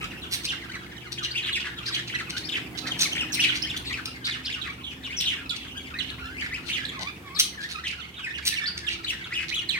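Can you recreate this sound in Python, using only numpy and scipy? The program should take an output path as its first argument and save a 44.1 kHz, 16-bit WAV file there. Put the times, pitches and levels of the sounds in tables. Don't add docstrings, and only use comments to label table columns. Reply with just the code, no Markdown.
import sys
import numpy as np
from scipy import signal
from scipy.fft import rfft, irfft, next_fast_len
from scipy.io import wavfile

SR = 44100
rng = np.random.default_rng(int(sys.argv[2]) if len(sys.argv) > 2 else 0)


def wrap_up_sound(samples):
    columns = np.atleast_2d(samples).T
    tamed = np.clip(columns, -1, 1)
    steps = np.round(tamed * 32767).astype(np.int16)
    wavfile.write(sys.argv[1], SR, steps)


N = 431738
TIME = np.arange(N) / SR

# start_s, length_s, pitch_hz, level_db, hoarseness, pan_db
SLIDES = [(0.104, 0.029, 2590, -40, 0.2, -1), (0.215, 0.059, 3370, -39, 0.08, 2.5),
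          (0.486, 0.038, 3050, -26, 0.17, -0.5), (0.517, 0.032, 1562, -33.5, 0.54, -6),
          (0.735, 0.041, 2013, -35, 0.38, -1.5), (0.97, 0.019, 3270, -48, 0, -23),
          (1.235, 0.03, 3074, -29, 0.4, -0.5), (1.371, .03, 2850, -26.5, 0.42, 1),
          (1.474, 0.026, 1996, -33.5, 0.4, 0), (1.426, 0.026, 3550, -29.5, 0.37, 0.5),
          (1.523, 0.026, 3590, -25, 0.35, -1.5), (1.543, .045, 2460, -27, 0.71, 1.5),
          (1.767, 0.032, 3630, -35, 0.3, 1.5), (1.864, 0.053, 1527, -37.5, 0.48, -1),
          (1.923, 0.047, 3360, -26, 0.58, 2), (2.143, 0.03, 2940, -31, 0.31, -1),
          (2.186, .029, 2140, -30, 0.43, 1.5), (2.488, 0.019, 3270, -27.5, 0.42, 5.5),
          (2.515, .049, 3097, -26.5, .65, 0.5), (2.907, 0.026, 3160, -26, 0, 2),
          (2.999, 0.018, 3690, -28.5, 0.3, 8), (3.008, .011, 6100, -19.5, 0.3, 0),
          (3.037, .043, 2293, -30, 0.1, 1), (3.177, 0.054, 2930, -25, 0.12, 2),
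          (3.207, 0.041, 1550, -38.5, 0.15, 1.5), (3.321, 0.027, 5690, -28, .27, -8),
          (3.353, 0.045, 2410, -30, 0.59, 9), (3.42, 0.038, 2800, -18, 0.51, 1),
          (3.485, .023, 3280, -23.5, 0.24, -10), (3.698, 0.021, 3160, -27.5, 0.03, 0),
          (3.724, 0.037, 1750, -37, 0.65, -4.5), (3.96, .045, 1754, -36, 0.63, 1),
          (3.925, 0.03, 2700, -27.5, 0.4, 1), (4.053, .028, 5180, -36.5, 0.3, 0.5),
          (4.059, 0.03, 2650, -44, .25, 1.5), (4.309, 0.046, 3143, -29, 0.24, 0.5),
          (4.338, 0.04, 1680, -37.5, .7, -10), (4.456, 0.031, 3415, -29, 0.58, -1),
          (4.515, 0.037, 3120, -29, 0.33, 0.5), (4.614, 0.019, 3420, -29.5, 0.22, -8.5),
          (4.638, 0.052, 2220, -35.5, 0.42, 0.5), (4.833, 0.065, 3180, -34.5, 0.36, -6),
          (5.035, 0.043, 3090, -33, 0.42, 1), (5.165, 0.042, 5500, -26.5, 0.28, 2),
          (5.252, .043, 3320, -21.5, 0.46, 1), (5.355, 0.063, 2574, -40.5, 0.32, 1.5),
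          (5.493, .024, 3630, -24.5, 0.42, -7), (5.839, 0.056, 2395, -41.5, 0, 4),
          (5.987, .028, 3413, -27, 0.27, -12), (6.391, 0.038, 2440, -32.5, 0.4, 2),
          (6.727, 0.044, 3066, -26, 0.47, 1), (6.756, 0.04, 2205, -31.5, 0.73, -13),
          (6.886, 0.016, 3490, -31, 0.1, 0), (7.345, 0.064, 3770, -31.5, 0.54, 7),
          (7.845, 0.067, 2805, -29.5, 0.52, 1), (8.006, 0.029, 3240, -41.5, 0.08, -16),
          (8.161, 0.084, 3150, -38.5, 0.36, -0.5), (8.23, .055, 2290, -30.5, .15, -2),
          (8.374, .025, 1860, -35, 0.42, -10), (8.461, 0.099, 2600, -35, 0.36, -0.5),
          (8.558, 0.046, 2500, -27.5, .2, -5.5), (8.866, 0.027, 3150, -24, 0.22, -8.5),
          (9.044, .008, 4075, -25.5, 0, 2.5), (9.081, 0.031, 3030, -24.5, 0.19, 1.5),
          (9.112, 0.031, 1643, -39, 0.67, -3), (9.237, 0.025, 3460, -36, 0.3, -0.5),
          (9.343, .055, 2878, -26.5, 0.38, 1.5), (9.553, .046, 3270, -25.5, 0.04, -0.5),
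          (9.689, 0.026, 3530, -22, 0, -10.5), (9.717, 0.071, 2370, -28, 0.17, -1)]
# start_s, length_s, pitch_hz, level_db, pan_db
SQUAWKS = [(0.006, 0.053, 2480, -32, 2), (1.449, 0.06, 3017, -28, 1), (1.634, 0.064, 1850, -33, 1),
           (1.961, 0.041, 1887, -34, -2), (2.082, 0.054, 2716, -34, 1.5), (2.538, 0.051, 2213, -29.5, -3),
           (2.855, 0.043, 1790, -32.5, 0.5), (3.151, 0.035, 2380, -26, 2), (3.457, .039, 2600, -28, 2),
           (3.515, 0.051, 2106, -32, -9), (3.856, 0.046, 3980, -32, 2), (4.242, 0.038, 3950, -26, 2.5),
           (4.273, .029, 2120, -26.5, -4.5), (5.197, 0.054, 3180, -26, 1), (5.281, .066, 2806, -29, -7),
           (5.601, 0.063, 2770, -40, -1.5), (6.088, 0.035, 3385, -34.5, 3.5),
           (6.405, 0.073, 2010, -31, -3.5), (6.687, 0.044, 2780, -26.5, -1.5),
           (7.895, 0.023, 2350, -39, -21), (8.884, 0.0513, 3110, -33.5, -0.5),
           (9.386, 0.062, 2330, -31.5, 0.5)]
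# start_s, length_s, pitch_hz, level_db, pan_db
FLICKS = [(0.44, .032, 5100, -36, 3), (1.177, 0.024, 3254, -29.5, 2), (1.307, 0.016, 4370, -29, 2.5),
          (1.341, 0.062, 2890, -28, 1.5), (1.59, 0.043, 2830, -31, 1), (1.855, .04, 4890, -31, 7),
          (2.137, 0.026, 1940, -26, -5), (2.369, 0.013, 4160, -29.5, 9), (2.437, 0.043, 5100, -36, 8),
          (3.117, 0.021, 3020, -25.5, -2.5), (3.39, 0.024, 2796, -18.5, -1.5),
          (3.619, 0.011, 4900, -24.5, -7), (3.625, 0.03, 3020, -28, 3), (3.764, .009, 3360, -27, 1),
          (4.447, .025, 5050, -30.5, -0.5), (5.758, 0.04, 3265, -34.5, 1.5),
          (5.935, 0.077, 1984, -35.5, -0.5), (6.851, 0.0076, 3920, -26, -7), (7.833, 0.031, 2006, -34, 1),
          (8.328, .045, 2860, -33, -5), (8.656, 0.034, 4650, -25.5, 0.5), (9.063, 0.038, 3190, -32, 7)]
SQUAWK_ST, FLICK_ST, TAIL_ST = (0.82, -1.38), (-5, -0.59), (3.45, -4.0)
SLIDE_KNEE_HZ = 2491


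def undb(db):
    return 10 ** (np.asarray(db) / 20)


def unit(x):
    return x / np.sqrt(np.mean(x ** 2) + 1e-18)


def on_log(hz, points):
    f, value = np.transpose(points)
    return np.interp(np.log(np.maximum(hz, 1)), np.log(f), value)


def shaped(x, gain):
    size = next_fast_len(len(x) + 256)
    return irfft(rfft(x, size) * gain(np.fft.rfftfreq(size, 1 / SR)), size)[:len(x)]


def peak(f, centre_hz, width_hz):
    return 1 / (1 + ((f - centre_hz) / (width_hz / 2)) ** 2)


def resonant(x, modes):
    def gain(f):
        peaks = sum(undb(db) * peak(f, hz, width_hz) for hz, width_hz, db in modes)
        return peaks * f ** 4 / (f ** 4 + 1400. ** 4)
    return unit(shaped(x, gain))


def waver(size, rate_hz):
    at = np.arange(size) * rate_hz / SR + rng.random()
    points = rng.standard_normal(int(at[-1]) + 2)
    k = at.astype(int)
    return points[k] + (points[k + 1] - points[k]) * np.sin((at - k) * np.pi / 2) ** 2


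def phase_of(hz):
    return 2 * np.pi * np.cumsum(hz) / SR


def place(out, sound, start_s, pan_db, lag_ms, echo_db=-10, farthest_s=.014, echoes=5):
    for channel, side in enumerate((1, -1)):
        delays_s = np.r_[0, rng.uniform(.001, farthest_s, echoes)] + side * lag_ms / 2000
        gains = np.r_[undb(side * pan_db / 2), undb(echo_db) * rng.standard_normal(echoes)]
        for delay_s, gain in zip(delays_s, gains):
            i = int(np.clip((start_s + delay_s) * SR, 0, N))
            out[channel, i:i + len(sound)] += gain * sound[:N - i]


def diffuse(spectrum, alike_hz=620):
    def noise(sign):
        weight = lambda f: np.sqrt(1 + sign * .985 / (1 + (f / alike_hz) ** 2))
        return shaped(rng.standard_normal(N), lambda f: undb(on_log(f, spectrum)) * weight(f))
    mid, side = noise(1), noise(-1)
    return np.array([mid + side, mid - side]) / np.std(mid)


def traffic(rumble_db=1.5, body_db=-0.5, tyre_db=-9, air_db=-62, pan_db=-2.0, split_hz=105):
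    # time_s, low_db, engine_db
    swells = [(0.0, -48.5, -42.5), (1.14, -60, -48), (1.61, -55.5, -47), (3.05, -57, -41),
              (4.01, -51.5, -44.5), (4.31, -59, -48), (5.78, -54.5, -46.5), (6.32, -48, -46),
              (7.2, -58, -46), (7.96, -61, -50), (9.08, -51, -48.5), (9.79, -55.5, -48)]
    # frequency_hz, density_db
    rumble_spectrum = [(15, -46), (25, -36), (59, -11.5), (92, -13), (120, -3), (183, -1), (217, -4.5),
                       (253, -4.5), (319, -3.5), (550, -16), (720, -28.5), (1210, -120)]
    tyre_spectrum = [(250, -30), (450, -24), (700, 2.5), (1100, 0.5), (2000, -5.5), (5000, -16)]
    air_spectrum = [(400, -20), (1500, 0), (3000, 0), (6000, -8), (10000, -14), (16000, -20)]
    # start_s, end_s, pitch_hz, level_db
    drones = [(0, 14, 71.05, -53.5), (0, 5.4, 121.9, -51.5), (0, 2.7, 346.3, -55.5),
              (2.202, 3.82, 313.3, -49), (2.2, 7.2, 259.8, -52), (8.702, 9.8, 338.3, -55)]
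    time_s, *levels_db = np.transpose(swells)
    low_db, engine_db = (np.interp(TIME, time_s, db) for db in levels_db)
    noise = diffuse(rumble_spectrum)
    low = np.array([shaped(channel, lambda f: 1 / (1 + (f / split_hz) ** 12)) for channel in noise])
    body = undb(body_db) * unit(noise - low)
    tyres = undb(tyre_db) * diffuse(tyre_spectrum)
    street = undb(low_db + rumble_db) * unit(low) + undb(engine_db) * (body + tyres)
    for start_s, end_s, hz, db in drones:
        i, j = np.clip([int(start_s * SR), int(end_s * SR)], 0, N)
        tone = np.sin(phase_of(hz + 3 * waver(j - i, 12))) * undb(2.5 * waver(j - i, 5))
        street[:, i:j] += undb(db) * unit(tone * signal.windows.tukey(j - i, .2))
    return street * undb(np.array([[pan_db], [-pan_db]]) / 2) + undb(air_db) * diffuse(air_spectrum)


def syrinx(length_s, pitches_hz, overtone_db, hoarse, flutter_hz=800, buzz_hz=420,
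           tremble_db=3.5, arch_db=2, cutoff_hz=950.):
    size = max(int(length_s * SR), 64)
    u = np.linspace(0, 1, size)
    glide_hz = np.exp(np.polyval(np.polyfit([0, .5, 1], np.log(pitches_hz), 2), u))
    drift = .018 * waver(size, 160)
    flutter = (.02 + .1905 * hoarse ** 1.3) * waver(size, flutter_hz)
    hz = glide_hz * np.exp(drift + flutter)
    phase = phase_of(hz)
    buzz = np.cos(phase_of(buzz_hz * np.exp(0.276 * waver(size, 61.6))))
    envelope = signal.windows.tukey(size, .1) * (1 + hoarse * buzz)
    envelope *= undb(tremble_db * waver(size, 178.5) + arch_db * np.sin(np.pi * u))
    overtones = np.sin(2 * phase)
    for k, db in ((3, -9), (4, -17), (5, -25)):
        overtones += undb(db) * np.sin(k * phase) * (k * hz < SR / 2)
    tone = unit(envelope) * (np.sin(phase) + undb(overtone_db + 5 * waver(size, 140)) * overtones)
    return shaped(tone, lambda f: f ** 6 / (f ** 6 + cutoff_hz ** 6))


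def syllable(length_s, pitch_hz, ends_st, hoarse, throat_hz=2780, onset_db=-5, puff_db=5):
    # centre_hz, width_hz, gain_db
    beak_modes = [(4240, 580, -2.5), (6600, 1100, -10), (8150, 2900, 6.5), (13200, 4000, -9.5)]
    overtone_db = -20 - 14.5 * np.log2(pitch_hz / throat_hz)
    overtone_db += 3 * np.log2(.05 / max(length_s, .015))
    pitches_hz = pitch_hz * 2 ** (np.array([ends_st[0], 0, ends_st[1]]) / 12)
    tone = syrinx(length_s, pitches_hz, overtone_db, .857 * hoarse)
    size = len(tone)
    swell = undb(np.interp(np.linspace(0, 1, size), [0, .32], [onset_db, 0]))
    air = rng.standard_normal(size) * np.hanning(size) * undb(puff_db * waver(size, 267))
    return swell * tone + undb(-34 + 8.5 * hoarse) * resonant(air, beak_modes)


def slide_ends_st(pitch_hz, fall_hz=1195.5):
    early_share = np.clip(.5 + .444 * np.log2(pitch_hz / SLIDE_KNEE_HZ), .4, .75)
    ratios = 1 + fall_hz / pitch_hz * np.array([early_share, early_share - 1])
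    return 12 * np.log2(np.clip(ratios, .7, 1.5))


def warble(lag_ms_per_db=0.06, tail_s=.045, tail_shift_st=-7, tail_db=-15.5):
    # start_s, length_s, pitch_hz, level_db, pan_db
    upslurs = [(0.445, 0.056, 2530, -34.5, -1), (0.684, .042, 1590, -38.5, 1.5),
               (3.652, .049, 2120, -36, 1), (4.489, 0.02, 1906, -34, -9), (5.097, 0.061, 2546, -34, 1.5),
               (6.339, 0.088, 2397, -36, 4), (6.51, 0.055, 2130, -29.5, 1),
               (9.305, 0.047, 2083, -29.5, 0.5), (9.51, 0.043, 2470, -26.5, -1.5)]
    # start_s, length_s, pitch_hz, level_db, pan_db
    scoops = [(0.014, 0.053, 1257, -36, -3.5), (2.324, 0.064, 1440, -36.5, 1),
              (3.896, 0.038, 1925, -29.5, 2), (4.674, 0.052, 1120, -40.5, -2),
              (6.189, 0.15, 1353, -38.5, -3), (6.798, 0.073, 1620, -35, -3),
              (6.95, 0.15, 1022, -37.5, -5.5), (7.235, 0.16, 1082, -42, -1.5),
              (7.572, .096, 1620, -33.5, 2.5), (7.74, .07, 1240, -37.5, -7),
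              (8.299, 0.032, 1796, -39, -13.5), (8.524, 0.02, 1745, -28.5, -9),
              (8.603, 0.07, 1737, -32.5, -10), (8.8, 0.11, 1670, -39.5, -3)]
    kinds = ((SQUAWKS, SQUAWK_ST, .844), (FLICKS, FLICK_ST, .33),
             (upslurs, (-4.0, 6.13), .25), (scoops, (2.2, 4.14), .1))
    calls = []
    for start_s, length_s, hz, db, hoarse, pan_db in SLIDES:
        calls.append((start_s, db, pan_db, syllable(length_s, hz, slide_ends_st(hz), hoarse)))
        tail = syllable(tail_s, hz * 2 ** (tail_shift_st / 12), TAIL_ST, hoarse=.38)
        calls.append((start_s + length_s, db + tail_db, pan_db, tail * (hz > SLIDE_KNEE_HZ)))
    for notes, ends_st, hoarse in kinds:
        for start_s, length_s, hz, db, pan_db in notes:
            calls.append((start_s, db, pan_db, syllable(length_s, hz, ends_st, hoarse)))
    out = np.zeros((2, N))
    for start_s, db, pan_db, call in calls:
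        lag_ms = np.clip(-lag_ms_per_db * pan_db, -.5, .2)
        place(out, undb(db) * call, start_s, pan_db, lag_ms, echo_db=-13)
    return out


def far_flock(level_db=-47.0, spread_db=6, stirred_db=7, stirred_s=0.15, count=260,
              pitch_hz=1900, range_octaves=1.3):
    contours_st = 4 * [TAIL_ST] + 2 * [SQUAWK_ST] + [FLICK_ST]
    near_ends_s = np.array([row[0] + row[1] for row in SLIDES + SQUAWKS + FLICKS])
    out = np.zeros((2, N))
    for k, (jitter, side, nearness) in enumerate(rng.random((count, 3))):
        start_s = (k + jitter) / count * TIME[-1]
        stirred = np.tanh(np.sum(np.exp(-((start_s - near_ends_s) / stirred_s) ** 2)) / 2)
        db = level_db + spread_db * (nearness - .5) + stirred_db * (stirred - .5)
        length, hoarse, height, kind = rng.random(4)
        hz = pitch_hz * 2 ** (range_octaves * (height - .5))
        call = syllable(.018 + .04 * length, hz, contours_st[int(kind * len(contours_st))], .794 * hoarse)
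        place(out, undb(db) * call, start_s, pan_db=0, lag_ms=side - .5, echo_db=-7)
    return out


def rasps(pulse_hz=180, ring_hz=5850):
    # start_s, end_s, level_db, hiss_db, pan_db
    calls = [(0.311, 0.362, -30.5, -5, -4.5), (0.433, 0.46, -32, -10, -1), (1.118, 1.133, -34, -15.5, 7.5),
             (1.228, 1.258, -33, -21, 3), (1.857, 1.9, -36.5, -16, -5), (1.943, 1.96, -33.5, -12, -8.5),
             (2.072, 2.09, -38.5, -29, -3), (2.295, 2.309, -32.5, -14, 3), (2.365, 2.387, -35, -11.5, -8),
             (2.772, 2.8, -36, -14, -12), (2.865, 2.891, -36, -16, -7), (2.989, 3.052, -25, -9, -0.5),
             (3.325, 3.355, -33, -4, -1), (3.4, 3.463, -43, -12, -30), (3.539, 3.58, -35, -15, 5),
             (3.765, 3.78, -34.5, -7, -2), (4.055, 4.064, -31, -9.5, 3), (4.243, 4.28, -45, -11, -21),
             (5.202, 5.214, -32, -5.5, -2), (5.554, 5.577, -40.5, -19, 10),
             (6.654, 6.712, -42.5, -15.5, 14), (6.991, 6.995, -35.5, -24, 5), (7.01, 7.037, -38, -22, 12),
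             (7.389, 7.413, -18, -6.5, 0), (7.606, 7.651, -42, -13, -8), (7.689, 7.728, -39.5, -12, -7),
             (7.873, 7.892, -39, -11, -9), (8.452, 8.493, -25.5, -5, 0), (8.773, 8.784, -33, -15.5, -3),
             (8.882, 8.955, -39.5, -17, 0), (9.085, 9.117, -49, -1, -4), (9.483, 9.507, -38, -18, -15)]
    # centre_hz, width_hz, gain_db
    body_modes = [(2780, 2700, 15.5), (4190, 1100, 21.5), (6260, 2300, 0)]
    top_modes = [(8870, 2100, 11), (11200, 4100, -7), (15000, 1900, -31)]
    air_modes = [(14000, 6300, 0)]
    out = np.zeros((2, N))
    for start_s, end_s, db, hiss_db, pan_db in calls:
        lead_s = .35 * (end_s - start_s)
        size = max(int((end_s - start_s + lead_s) * SR), 128)
        cycle = phase_of(pulse_hz * (1 + .12 * waver(size, 150)))
        swell = np.interp(np.linspace(0, 1, size), [0, .24, .32, .8, .95, 1], [0, .06, .35, 1, .6, 0])
        puffs = unit(swell * np.exp(np.cos(cycle) / 2 + 0.45 * waver(size, 225)))
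        body = resonant(puffs * rng.standard_normal(size), body_modes)
        top = undb(hiss_db - 1) * resonant(puffs * rng.standard_normal(size), top_modes)
        air = undb(2 * hiss_db - 3) * resonant(swell * rng.standard_normal(size), air_modes)
        ring = puffs * np.sin(phase_of(ring_hz + 300 * waver(size, 700))) * undb(.6 * (db + 22))
        rasp = unit(body + ring) + top + air
        place(out, undb(db) * rasp, start_s - lead_s, pan_db, lag_ms=.15, echo_db=-13.5)
    return out


def scuffle(centre_hz=760, width_hz=500):
    # start_s, length_s, level_db, stroke_rate_hz
    flurries = [(2.501, 0.99, -56, 24), (6.97, .1, -48, 84)]
    out = np.zeros((2, N))
    for start_s, length_s, db, rate_hz in flurries:
        t = TIME[:int(length_s * SR)]
        strokes = rng.standard_normal(len(t)) * np.exp(-2 * (t * rate_hz % 1)) * np.hanning(len(t))
        rustle = shaped(strokes, lambda f: peak(f, centre_hz, width_hz))
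        place(out, undb(db) * unit(rustle), start_s, pan_db=0, lag_ms=0)
    return out


def porch(dry, wet_db=-7.5, build_s=0.014):
    # centre_hz, t60_s
    bands = [(800, 0.11), (3000, 0.36), (6000, 0.28), (14000, 0.24)]
    t = TIME[:SR // 2]
    log_centres = np.log(np.array(bands)[:, 0])
    wet = []
    for channel in dry:
        noise, tail = rng.standard_normal(len(t)), 0
        for share, (_, t60_s) in zip(np.eye(len(bands)), bands):
            band = shaped(noise, lambda f: np.interp(np.log(f + 1), log_centres, share))
            tail += band * undb(-60 * t / t60_s)
        tail *= 1 - np.exp(-(t / build_s) ** 2)
        wet.append(signal.fftconvolve(channel, tail / np.linalg.norm(tail))[:N])
    return undb(wet_db) * np.array(wet)


def scene():
    birds = warble() + rasps() + far_flock() + scuffle()
    return birds + porch(birds) + traffic()


def record(dry, left_bright_db=5, top_hz=15900):
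    treble_db = lambda f: left_bright_db / 2 * np.clip((f - 6000) / 2500, 0, 1)
    left = shaped(dry[0], lambda f: undb(treble_db(f)))
    right = shaped(dry[1], lambda f: undb(-treble_db(f)))
    return signal.sosfilt(signal.ellip(10, .2, 70, top_hz, fs=SR, output="sos"), [left, right])


dry = scene()
out = record(dry)
wrap_up_sound(out)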